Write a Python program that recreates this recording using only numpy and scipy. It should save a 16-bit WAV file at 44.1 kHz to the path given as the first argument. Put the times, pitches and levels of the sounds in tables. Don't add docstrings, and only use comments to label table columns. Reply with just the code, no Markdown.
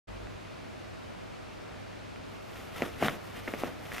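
import sys
import numpy as np
from scipy import signal
from scipy.fft import rfft, irfft
from scipy.io import wavfile

SR = 44100
rng = np.random.default_rng(int(sys.argv[2]) if len(sys.argv) > 2 else 0)


def dump(signal):
    limited = np.clip(np.atleast_2d(signal).T, -1, 1)
    pcm = np.round(limited * 32767).astype(np.int16)
    wavfile.write(sys.argv[1], SR, pcm)


N = 176400
TIME_S = np.arange(N) / SR
BINS_HZ = np.fft.rfftfreq(N, 1 / SR)


def amp(db):
    return 10 ** (np.asarray(db) / 20)


def curve_at(points, hz):
    point_hz, value = np.transpose(points)
    return np.interp(np.log(hz + 1), np.log(point_hz + 1), value)


def add(mix, start_s, sound):
    part = mix[round(start_s * SR):][:len(sound)]
    part += sound[:len(part)]


def drift(hz):
    wander = irfft(rfft(rng.standard_normal(N)) * np.exp(-(BINS_HZ / hz) ** 2), N)
    return wander / np.sqrt(np.mean(wander ** 2) + 1e-20)


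def coloured(pair, colour, width):
    spectra = rfft(pair) * amp(curve_at(colour, BINS_HZ))
    mid = irfft(spectra[0], N)
    side = irfft(spectra[1] * amp(curve_at(width, BINS_HZ)), N)
    return np.array([mid + side, mid - side]) / np.std(mid)


# f/Hz, relative density/dB
NOISE_SPECTRUM = [(15, -33), (37, -11), (54, -13.5), (70, -3.5), (85, -8.5), (103, -7.5), (126, -9),
                  (150, -8), (232, -10), (427, -12.5), (500, -12.5), (590, -12.5), (620, -7.5), (655, -12),
                  (767, -13.5), (1070, -15), (1350, -15), (1800, -18.5), (2450, -18), (3300, -23),
                  (4500, -26), (6500, -32.5), (9000, -38.5), (12400, -44.5), (14000, -47.5), (15500, -58)]
# f/Hz, side minus mid/dB
NOISE_WIDTH = [(40, -20), (70, -10), (110, 4), (160, 5), (240, 9), (400, 8), (700, 3.5), (1290, -1),
               (2380, -4.5), (4400, -5.5), (8120, -3.5), (15000, 3)]


def room_noise(level_db=-49):
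    return amp(level_db) * coloured(rng.standard_normal((2, N)), NOISE_SPECTRUM, NOISE_WIDTH)


# f/Hz, level/dB
HUM_PARTIALS = [(49.7, -65), (99.7, -56.5)]
# t/s, level/dB
THROB_ENVELOPE = [(.07, -55.5), (.1, -49), (.15, -49.5), (.23, -48), (.265, -45), (.29, -67), (.36, -51),
                  (.42, -82)]
START_S = 0.0714


def electrical_hum(waver_db=0.95, wander_rad=0.31, octave_db=-6):
    hum = np.zeros(N)
    for hz, db in HUM_PARTIALS:
        level = amp(db + waver_db * drift(hz=1.9))
        hum += level * np.sin(2 * np.pi * hz * TIME_S + wander_rad * drift(hz=14))
    phase = 2 * np.pi * HUM_PARTIALS[0][0] * (TIME_S - START_S)
    envelope = amp(np.interp(TIME_S, *np.transpose(THROB_ENVELOPE)))
    throb = envelope * (np.cos(phase) + amp(octave_db) * np.cos(2 * phase))
    return np.sqrt(2) * (hum + throb)


def pulse(hz, focus, phasor=1):
    t = np.arange(-SR // 100, SR // 100) / SR
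    return (phasor * (1 - 2j * np.pi * hz * t / focus) ** -(focus + 1)).real


def ring(modes, detune=0.029, rise_s=0.00067):
    t = np.arange(SR // 16) / SR
    out = np.zeros(len(t))
    for hz, db, t60_s in modes:
        detuned_hz = hz * (1 + detune * (2 * rng.random() - 1))
        out += amp(db - 60 * t / t60_s) * np.cos(2 * np.pi * detuned_hz * t)
    return out * (1 - np.exp(-t / rise_s))


# t/s, pop (level/dB, f/Hz, focus), snap (level/dB, f/Hz, focus), tick level/dB
SHEET_BUCKLES = [(0.2717, -42, 900, 3.1, -37, 1850, 16, -68), (2.161, -47, 600, 2.5, -37, 2130, 20, -52),
                 (2.8065, -37, 600, 8, -41, 1700, 5, -60), (2.8221, -16, 420, 3.2, -17.5, 2140, 21, -28.5),
                 (2.8308, -27, 450, 2.3, -34, 2200, 19, -50),
                 (3.0267, -11.5, 610, 10, -25.5, 2220, 25, -47),
                 (3.0275, -18.5, 740, 8.2, -33, 1700, 6, -46), (3.0295, -24, 600, 4, -28, 2200, 18, -48),
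                 (3.036, -24, 327, 3.3, -32, 1394, 7, -50), (3.0412, -27, 300, 4, -36, 1300, 5, -50),
                 (3.0512, -24.5, 210, 6.8, -23, 1600, 6, -45), (3.083, -30.5, 200, 2.4, -44, 1300, 5, -55),
                 (3.0845, -21, 750, 2.7, -14, 1610, 13, -37), (3.0843, -34, 700, 2.5, -21, 3240, 38, -49),
                 (3.0963, -37, 500, 2.5, -33, 1870, 33, -50), (3.478, -30, 560, 4, -24.5, 1810, 24, -48),
                 (3.4790, -44, 600, 2.2, -33, 1880, 25, -48),
                 (3.4813, -27.5, 400, 2.5, -23, 1890, 9.6, -44),
                 (3.5388, -22, 430, 2.9, -23, 1880, 11, -48), (3.5494, -35, 500, 5, -32, 1900, 9, -56),
                 (3.621, -32.5, 700, 2.9, -38, 3200, 16, -46),
                 (3.6365, -14.5, 515, 2.1, -27.5, 2000, 11, -50), (3.645, -37, 620, 5, -40, 1800, 10, -52),
                 (3.6754, -28.5, 600, 2.4, -48, 3000, 2.65, -38),
                 (3.9197, -46, 700, 2.5, -25, 1800, 14, -41), (3.9286, -42, 700, 2.3, -29, 1750, 14, -48),
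                 (3.952, -41, 690, 2.5, -36, 2000, 4.6, -44), (3.966, -38, 700, 2.3, -27, 1700, 8, -45),
                 (3.9816, -42, 800, 2.5, -31, 2100, 9.1, -46),
                 (3.9831, -35, 800, 2.5, -22.5, 1860, 6.7, -32)]
# f/Hz, level re pop/dB, T60/s
HEAP_RING = [(263, -12.5, 0.049), (344, -21.5, 0.08), (463, -24, 0.12), (590, -17, 0.047),
             (695, -18, 0.042)]
# f/Hz, level re snap/dB, T60/s
SHEET_RING = [(1424, -22, 0.034), (1880, -49, 0.047), (2240, -22, 0.023), (3150, -24, 0.0056)]


def buckling_sheets(snap_lead_s=0.00033, tick_hz=5100):
    out = np.zeros(N)
    for at_s, pop_db, pop_hz, pop_focus, snap_db, snap_hz, snap_focus, tick_db in SHEET_BUCKLES:
        pop = amp(pop_db) * pulse(pop_hz, pop_focus)
        snap = amp(snap_db) * pulse(snap_hz, snap_focus, phasor=-1j)
        tick = amp(tick_db) * pulse(tick_hz, focus=7.3)
        start_s = at_s - len(pop) / 2 / SR
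        add(out, start_s - snap_lead_s, snap + tick)
        add(out, start_s, pop)
        add(out, at_s, amp(pop_db) * ring(HEAP_RING) + amp(snap_db) * ring(SHEET_RING))
    return out


def grains(per_s, spread_db):
    size = amp(spread_db * np.minimum(rng.exponential(1, (2, N)), 4))
    polarity = rng.choice([-1., 1.], (2, N))
    return size * polarity * (rng.random((2, N)) < per_s / SR)


# peak t/s, rise/s, fall/s, scuff level/dB, crackle level/dB, fizz level/dB
PAW_STROKES = [(1.72, 0.072, 0.037, -52.5, -76, -90), (2.34, .03, .02, -66, -71, -68),
               (2.59, 0.061, 0.087, -54.5, -51, -60), (2.772, 0.016, .035, -64, -43, -54),
               (2.809, 0.0075, .02, -44, -48, -58), (2.835, 0.0091, .012, -38, -42.5, -58),
               (2.86, .018, 0.017, -43.5, -47, -54.5), (2.93, .05, .05, -66, -54, -63.5),
               (3.016, 0.021, .015, -47, -44.5, -54), (3.033, 0.011, .008, -32.5, -37, -49.5),
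               (3.053, 0.0099, .010, -31.5, -33.5, -46), (3.063, 0.013, 0.017, -38, -37.5, -45),
               (3.093, 0.013, 0.009, -35.5, -40.5, -58), (3.135, .022, 0.019, -43, -46.5, -54),
               (3.26, .04, 0.023, -54.5, -65, -62), (3.392, 0.047, .014, -49.5, -46.5, -57.5),
               (3.488, .005, 0.0057, -39.5, -43.5, -60), (3.505, 0.048, 0.037, -50, -49.5, -57.5),
               (3.547, .008, 0.0054, -43.5, -46, -57), (3.602, 0.02, 0.029, -45.5, -44, -53.5),
               (3.645, 0.0067, 0.0095, -41.5, -50, -60), (3.674, 0.019, 0.023, -42, -48.5, -58),
               (3.855, 0.046, 0.087, -52, -51.5, -60), (3.948, 0.02, 0.022, -58, -44.5, -52.5),
               (3.99, 0.024, .05, -52.5, -42.5, -51.5)]
# f/Hz, relative density/dB
SCUFF_SPECTRUM = [(40, -40), (90, -10), (128, 4), (260, 3.5), (380, -1), (480, 3), (580, 1), (700, 2),
                  (950, -4.5), (1800, -4.5), (4000, -51)]
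CRACKLE_SPECTRUM = [(200, 0), (700, -0.5), (950, -7), (1150, 1), (1380, 1), (1600, -5.5), (1900, 2),
                    (2300, -1), (2800, -2.5), (3600, -5.5), (4600, -16.5), (8000, -26)]
FIZZ_SPECTRUM = [(1500, -5), (4000, -1), (5500, 3), (6700, 0.5), (7800, -2), (9000, -1.5), (11000, -0.5),
                 (13000, 1.5), (14500, -6), (15700, -12)]
# f/Hz, side minus mid/dB
RUSTLE_WIDTH = [(100, -26), (1000, -17), (2300, -20), (4500, -11), (14000, -11)]


def paw_rustle(swell_exponent=1.18, catch_db=1.0, catch_hz=130):
    power = np.zeros((3, N))
    for peak_s, rise_s, fall_s, *levels_db in PAW_STROKES:
        from_peak = abs(TIME_S - peak_s) / np.where(TIME_S < peak_s, rise_s, fall_s)
        power += amp(levels_db)[:, None] ** 2 * np.exp(-from_peak ** swell_exponent)
    scuff = coloured(grains(per_s=2500, spread_db=0), SCUFF_SPECTRUM, RUSTLE_WIDTH)
    crackle = coloured(grains(per_s=4000, spread_db=3.5), CRACKLE_SPECTRUM, RUSTLE_WIDTH)
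    fizz = coloured(grains(per_s=12000, spread_db=3.5), FIZZ_SPECTRUM, RUSTLE_WIDTH)
    catches = amp(catch_db * drift(catch_hz))
    return catches * sum(swell * layer for swell, layer in zip(np.sqrt(power), (scuff, crackle, fizz)))


# t/s, level/dB, f/Hz
FIBRE_BREAKS = [(2.429, -44, 13000), (3.391, -42, 8000), (3.479, -37, 12500), (3.9358, -29, 10500),
                (3.965, -35, 11000)]


def breaking_fibres():
    out = np.zeros(N)
    for at_s, db, hz in FIBRE_BREAKS:
        click = amp(db) * pulse(hz, focus=6)
        add(out, at_s - len(click) / 2 / SR, click)
    return out


# f/Hz, T60/s
ROOM_DECAY = [(100, 0.57), (400, 0.75), (1500, 0.15), (5000, 0.2), (15000, .12)]
# left delay/s, right delay/s, level/dB
NEAR_ECHOES = [(.0036, 0.005, -27), (.0087, 0.0073, -28), (0.0128, .0109, -42), (0.0139, 0.011, -30)]


def room(sound, tail_db=-21, treble_db=-15, corner_hz=900, onset_s=0.0055):
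    t = np.arange(SR // 2) / SR
    hz, frame_s, spectra = signal.stft(rng.standard_normal((2, len(t))), SR, nperseg=256)
    decay = amp(-60 * frame_s / curve_at(ROOM_DECAY, hz)[:, None])
    shelf = amp(treble_db * hz / (hz + corner_hz))[:, None]
    tail = signal.istft(spectra * decay * shelf, SR, nperseg=256)[1][:, :len(t)]
    tail *= 1 - np.exp(-(t / onset_s) ** 2)
    response = amp(tail_db) * tail / np.linalg.norm(tail[0])
    response[:, 0] += 1
    for left_s, right_s, db in NEAR_ECHOES:
        response[[0, 1], [round(left_s * SR), round(right_s * SR)]] += amp(db)
    return signal.fftconvolve(sound[None], response, axes=1)[:, :N]


def scene(pan_db=0.3):
    paper = paw_rustle() + room(buckling_sheets() + breaking_fibres())
    return paper * amp([[pan_db], [-pan_db]]) + room_noise() + electrical_hum()


def record(dry, fade_s=0.016, cutoff_hz=15600):
    fade_in = np.clip((TIME_S - START_S) / fade_s, 0, 1)
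    lowpass = signal.firwin(511, cutoff_hz, window=("kaiser", 9), fs=SR)
    return signal.oaconvolve(dry * fade_in, lowpass[None], "same")


dry = scene()
out = record(dry)
dump(out)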